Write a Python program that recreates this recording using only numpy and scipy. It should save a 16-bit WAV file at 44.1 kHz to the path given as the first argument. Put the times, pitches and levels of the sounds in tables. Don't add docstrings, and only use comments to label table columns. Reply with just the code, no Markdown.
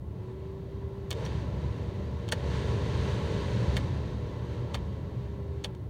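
import sys
import numpy as np
from scipy import signal
from scipy.fft import rfft, irfft
from scipy.io import wavfile
from scipy.ndimage import uniform_filter1d

SR = 44100
rng = np.random.default_rng(int(sys.argv[2]) if len(sys.argv) > 2 else 0)


def put_to_file(sound):
    columns = np.atleast_2d(sound).T
    safe = np.clip(columns, -1, 1)
    whole_steps = np.round(safe * 32767)
    wavfile.write(sys.argv[1], SR, whole_steps.astype(np.int16))


N = 259749

FULL_HZ = 50.2
# (frequency [Hz], gain [dB])
HOUSING_GAIN = [(200, -18), (260, -13), (293, -6), (325, -12), (355, -5), (380, 0), (395, 0), (425, -3),
                (452, 0), (474, -3), (502, -2), (545, -8), (597, -6), (700, -26)]
# (time [s], position, tick level [dB], snap level [dB], snap's treble lift [dB],
#  knock level [dB], knock range [Hz], thump level [dB])
KNOB_MOVES = [(1.112, 4, -42, -36.5, 9, -47, 2220, -44.5), (1.262, 3, -60, -47.5, 9, -59, 1810, -49),
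              (2.3217, 4, -47, -34, 1.5, -30.5, 1620, -32.5), (3.767, 3, -55, -36, 6.5, -35.5, 1980, -37.5),
              (4.7434, 2, -59, -38, 9, -40, 1260, -38.5), (5.6444, 1, -56, -34.5, 12, -47.5, 901, -42)]


def undb(db):
    return 10 ** (np.asarray(db) / 20)


def response(points, hz):
    at, db = np.transpose(points)
    return undb(np.interp(np.log(hz + 1e-9), np.log(at), db))


def bins(size):
    return np.arange(size // 2 + 1) * SR / size


def peak(f, hz, width):
    return abs(1j * f * width / (hz ** 2 - f ** 2 + 1j * f * width)) ** 2


def noise(gain):
    x = irfft(rfft(rng.standard_normal(N)) * gain, N)
    return x / np.sqrt(np.mean(x ** 2))


def walk(rate):
    hold = max(int(SR / rate), 1)
    steps = np.repeat(rng.standard_normal(N // hold + 1), hold)
    return 1.12 * uniform_filter1d(uniform_filter1d(steps, hold), hold)[:N]


def trail(x, lag):
    keep = np.exp(-1 / (lag * SR))
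    return x[0] + signal.lfilter([1 - keep], [1, -keep], x - x[0])


def split(x, hz):
    high = irfft(rfft(x) / (1 + (hz / (bins(N) + 1)) ** 3), N)
    return x - high, high


def causal(gain):
    cepstrum = irfft(np.log(gain + 1e-9))
    half = len(cepstrum) // 2
    cepstrum[1:half] *= 2
    cepstrum[half + 1:] = 0
    return np.exp(rfft(cepstrum))


def wheel():
    settled_hz = {1: 25.6, 2: 32.8, 3: 39.15, 4: 50.15}
    direct_turns, resistor_turns = 4.7, 8.2
    start_hz, start_position = 27.9, 2
    t = np.arange(N) / SR
    hz, goal = np.full(N, start_hz), np.zeros(N)
    for start, position, *_ in [(0.00076, start_position)] + list(KNOB_MOVES):
        i, goal_hz = int(start * SR), settled_hz[position]
        lag = (direct_turns if position == max(settled_hz) else resistor_turns) / goal_hz
        hz[i:] = goal_hz + (hz[i] - goal_hz) * np.exp(-t[:N - i] / lag)
        goal[i:] = goal_hz
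    return hz, (goal - hz) / FULL_HZ


def duct_rumble(speed):
    # (frequency [Hz], relative level [dB])
    spectrum = [(22, -25), (38, -19), (50, -12.5), (68, 3), (95, -3.5), (118, 2.5), (155, -7), (195, -6.5),
                (230, -15.5), (275, -15.5), (320, -15.5), (400, -16.5), (520, -21.5), (610, -22),
                (690, -28), (800, -29), (1150, -54), (1800, -99)]
    # (frequency [Hz], width [Hz], relative level [dB])
    modes = [(568, 63, 11), (867, 54, 7.5), (974, 143, 8), (1085, 100, 6), (1339, 51, 0), (1764, 60, -7),
             (2000, 60, -2)]
    f = bins(N)
    big, small = split(noise(response(spectrum, f)), hz=200)
    eddies = big * trail(speed, lag=0.16) ** 2.41 + small * speed ** 2.45
    rumble = eddies * undb(-29 + .5 * walk(5.39))
    mode_power = sum((undb(db) * peak(f, hz, width)) ** 2 for hz, width, db in modes)
    return rumble + noise(np.sqrt(mode_power)) * speed ** 3.1 * undb(-45.5 + 1.2 * walk(21))


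def vent_hiss(speed, pull):
    # (frequency [Hz], relative level [dB])
    spectrum = [(710, -40), (1200, -1.5), (1700, 3), (2380, -2.5), (3000, -2), (3360, -4.5), (3950, -2.5),
                (4600, -6), (5020, -12), (6230, -10.5), (7660, -18.7), (9500, -21), (10400, -33.5),
                (11600, -39), (14800, -29.5), (16000, -49)]
    # (frequency [Hz], width [Hz], lift [dB])
    slat_peaks = [(2280, 70, 1.5), (2680, 70, 2), (3170, 100, 4.5), (3450, 80, 3), (3705, 80, 4.5),
                  (4460, 120, 2), (4770, 90, 2.5)]
    f = bins(N)
    slats = undb(sum(db * peak(f, hz, width) for hz, width, db in slat_peaks))
    coarse, fine = split(noise(response(spectrum, f) * slats), hz=2800)
    push = speed + 0.11 * np.maximum(pull, 0)
    hiss = coarse * push ** 4.17 + fine * (push + 0.062 * np.minimum(pull, 0)) ** 5.14
    return hiss * undb(-46.5 + walk(12))


def shaft_tone(multiple, hz, angle):
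    flutter = undb(2.6 * hz / FULL_HZ * walk(18) - .65)
    tone = np.sqrt(2) * np.sin(multiple * angle + rng.uniform(0, 2 * np.pi))
    return flutter * response(HOUSING_GAIN, multiple * hz) * tone


def motor_hum(hz, angle, pull):
    # (multiple of the shaft rate, full-speed level before the housing [dB], power of speed)
    harmonics = [(7, -50, 1), (8, -45.8, 2.1), (9, -45, 2.6), (10, -46.6, 1.9), (11, -55, 2), (13, -56, 1),
                 (15, -41.5, 4)]
    # (time [s], relative level [dB])
    whine_swell = [(0, -4), (.25, 0), (1.1, 0), (1.35, -6), (1.7, -2), (2.3, -3), (3.8, -1.5), (4.4, .5),
                   (4.9, 0), (5.1, -4), (5.3, -1), (5.72, .5), (5.88, -9)]
    slots, whine_db = 12, -46.3
    speed = hz / FULL_HZ
    hum = sum(shaft_tone(k, hz, angle) * undb(db) * speed ** power for k, db, power in harmonics)
    swell_db = np.interp(np.arange(N) / SR, *np.transpose(whine_swell))
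    whine = shaft_tone(slots, hz, angle) * undb(whine_db + swell_db)
    load = undb(90 * trail(np.minimum(pull, 0) * speed ** 4, lag=.02))
    return load * (hum + whine)


def motor_surge(hz, angle, pull):
    # (multiple of the shaft rate, level at pull 1 before the housing [dB])
    ripple_orders = [(11, -4), (14, -8)]
    f, current = bins(N), np.maximum(pull, 0)
    growl = noise(peak(f, hz=530, width=230) * np.sqrt(response(HOUSING_GAIN, f))) * undb(-20.5)
    brushes = noise(peak(f, hz=4300, width=4300)) * undb(-40)
    ripple = sum(shaft_tone(k, hz, angle) * undb(db) for k, db in ripple_orders)
    whoop = trail(current, lag=.065) ** 2 * ripple
    return whoop + trail(current, lag=.036) ** 2 * (growl + brushes)


def cabin_drone():
    return noise(peak(bins(N), hz=81, width=38)) * undb(-43)


def knob_contacts():
    # (time [s], level [dB], favoured range [Hz], its lift [dB], its width [octaves], fade [s])
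    rattles = [(1.105, -48, 14000, 19, .8, 0.0013), (1.127, -43, 3500, 2, .8, 0.0023),
               (1.251, -63, 13000, 16, .8, .0018), (1.2505, -48.5, 5740, 25, 0.088, 0.00091),
               (2.28, -52, 3800, 9, .8, .0018), (2.2885, -43, 7000, 5, 0.12, 0.00087),
               (2.2895, -52, 3300, 17, .2, .0018), (2.3215, -33, 3600, 10, 0.14, 0.0015),
               (2.3218, -37, 9300, 14, .3, 0.00076), (4.7525, -45, 1920, 19, .5, 0.0012),
               (4.758, -54, 2400, 13, .8, 0.0017), (4.7725, -55, 2508, 14, .8, .0015),
               (5.6405, -46.5, 6410, 14, .15, 0.0021), (5.6457, -48.5, 9000, 15, .3, 0.00045),
               (5.6515, -47, 2900, 11, 0.92, 0.0015), (5.749, -61.5, 7000, 3, .8, 0.0015)]
    contacts = []
    for start, _, tick_db, snap_db, lift_db, knock_db, knock_hz, thump_db in KNOB_MOVES:
        tick = (start - .0055, tick_db, 7400, 12, .8, .0018)
        snap = (start, snap_db, 3700, lift_db, .8, .002)
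        knock = (start + .00099, knock_db, knock_hz, 18, .35, .0028)
        thump = (start + .005, thump_db, 650, 10.5, .8, .0061)
        contacts += [tick, snap, knock, thump]
    return contacts + list(rattles)


def knob_clicks():
    # (frequency [Hz], width [Hz], relative level [dB])
    modes = [(490, 90, 18), (610, 90, 8.5), (830, 90, 7), (985, 110, 9.5), (1160, 110, 7.5),
             (1610, 70, 8.5), (1735, 90, 10), (1880, 80, 9), (2190, 80, 12), (2360, 70, 5.5), (2530, 70, 5),
             (2690, 70, 5), (3000, 70, 10.5), (3150, 150, 14), (3380, 170, 11.5), (3610, 150, 11.5),
             (4100, 260, 4), (4430, 240, 9.5), (5820, 220, 1.5), (6520, 300, 1.5), (8060, 160, -.5),
             (9000, 160, -1), (9750, 200, 0), (12600, 600, -12), (14750, 500, -7)]
    # (frequency [Hz], relative level [dB])
    crack = [(150, -23), (520, 5), (850, 8.5), (1400, 4.5), (2050, 0.5), (2800, 6.5), (3900, -2.5),
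             (4650, 2), (4920, -8), (5200, 0.5), (5900, -3.5), (6900, -2.5), (7800, -4.5), (9700, -10),
             (11400, -24), (13000, -16), (15500, -14)]
    rise_s, scatter_db, scatter_fade_s = .0008, -23.5, .0095
    size = 8192
    t, f = np.arange(size) / SR, bins(size)
    ring_power = sum((undb(db) * peak(f, hz, width)) ** 2 for hz, width, db in modes)
    plastic = np.sqrt(response(crack, f) ** 2 + ring_power)
    upholstery = causal(1 / np.sqrt(1 + (f / 4800) ** 4))
    rise = 1 - np.exp(-t / rise_s)
    out = np.zeros(N + size)
    for start, db, centre_hz, lift_db, octaves, fade in knob_contacts():
        chatter, scatter = rng.standard_normal((2, size)) * rise
        tail = rfft(scatter * undb(scatter_db) * np.exp(-t / scatter_fade_s)) * upholstery
        blow = rfft(chatter * np.exp(-t / fade)) + tail
        even = 1 / np.sqrt(uniform_filter1d(abs(blow) ** 2, size=51))
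        favoured = undb(lift_db * np.exp(-(np.log2((f + 1) / centre_hz) / octaves) ** 2))
        click = irfft(blow * causal(even * plastic * favoured), size)
        rms = np.sqrt(np.sum(click ** 2) / (0.013 * SR))
        i = int(start * SR)
        out[i:i + size] += undb(db) * click / rms
    return out[:N]


def scene():
    hz, pull = wheel()
    speed = hz / FULL_HZ
    air = duct_rumble(speed) + vent_hiss(speed, pull)
    angle = 2 * np.pi * np.cumsum(hz * (1 + .0011 * walk(16))) / SR
    motor = motor_hum(hz, angle, pull) + motor_surge(hz, angle, pull)
    return (air + motor + knob_clicks() + cabin_drone())[None]


def record(dry):
    hiss_db, top_hz = -76, 15850
    wet = dry + undb(hiss_db) * rng.standard_normal(dry.shape)
    return signal.sosfilt(signal.ellip(10, .2, 70, top_hz, fs=SR, output="sos"), wet)


dry = scene()
out = record(dry)
put_to_file(out)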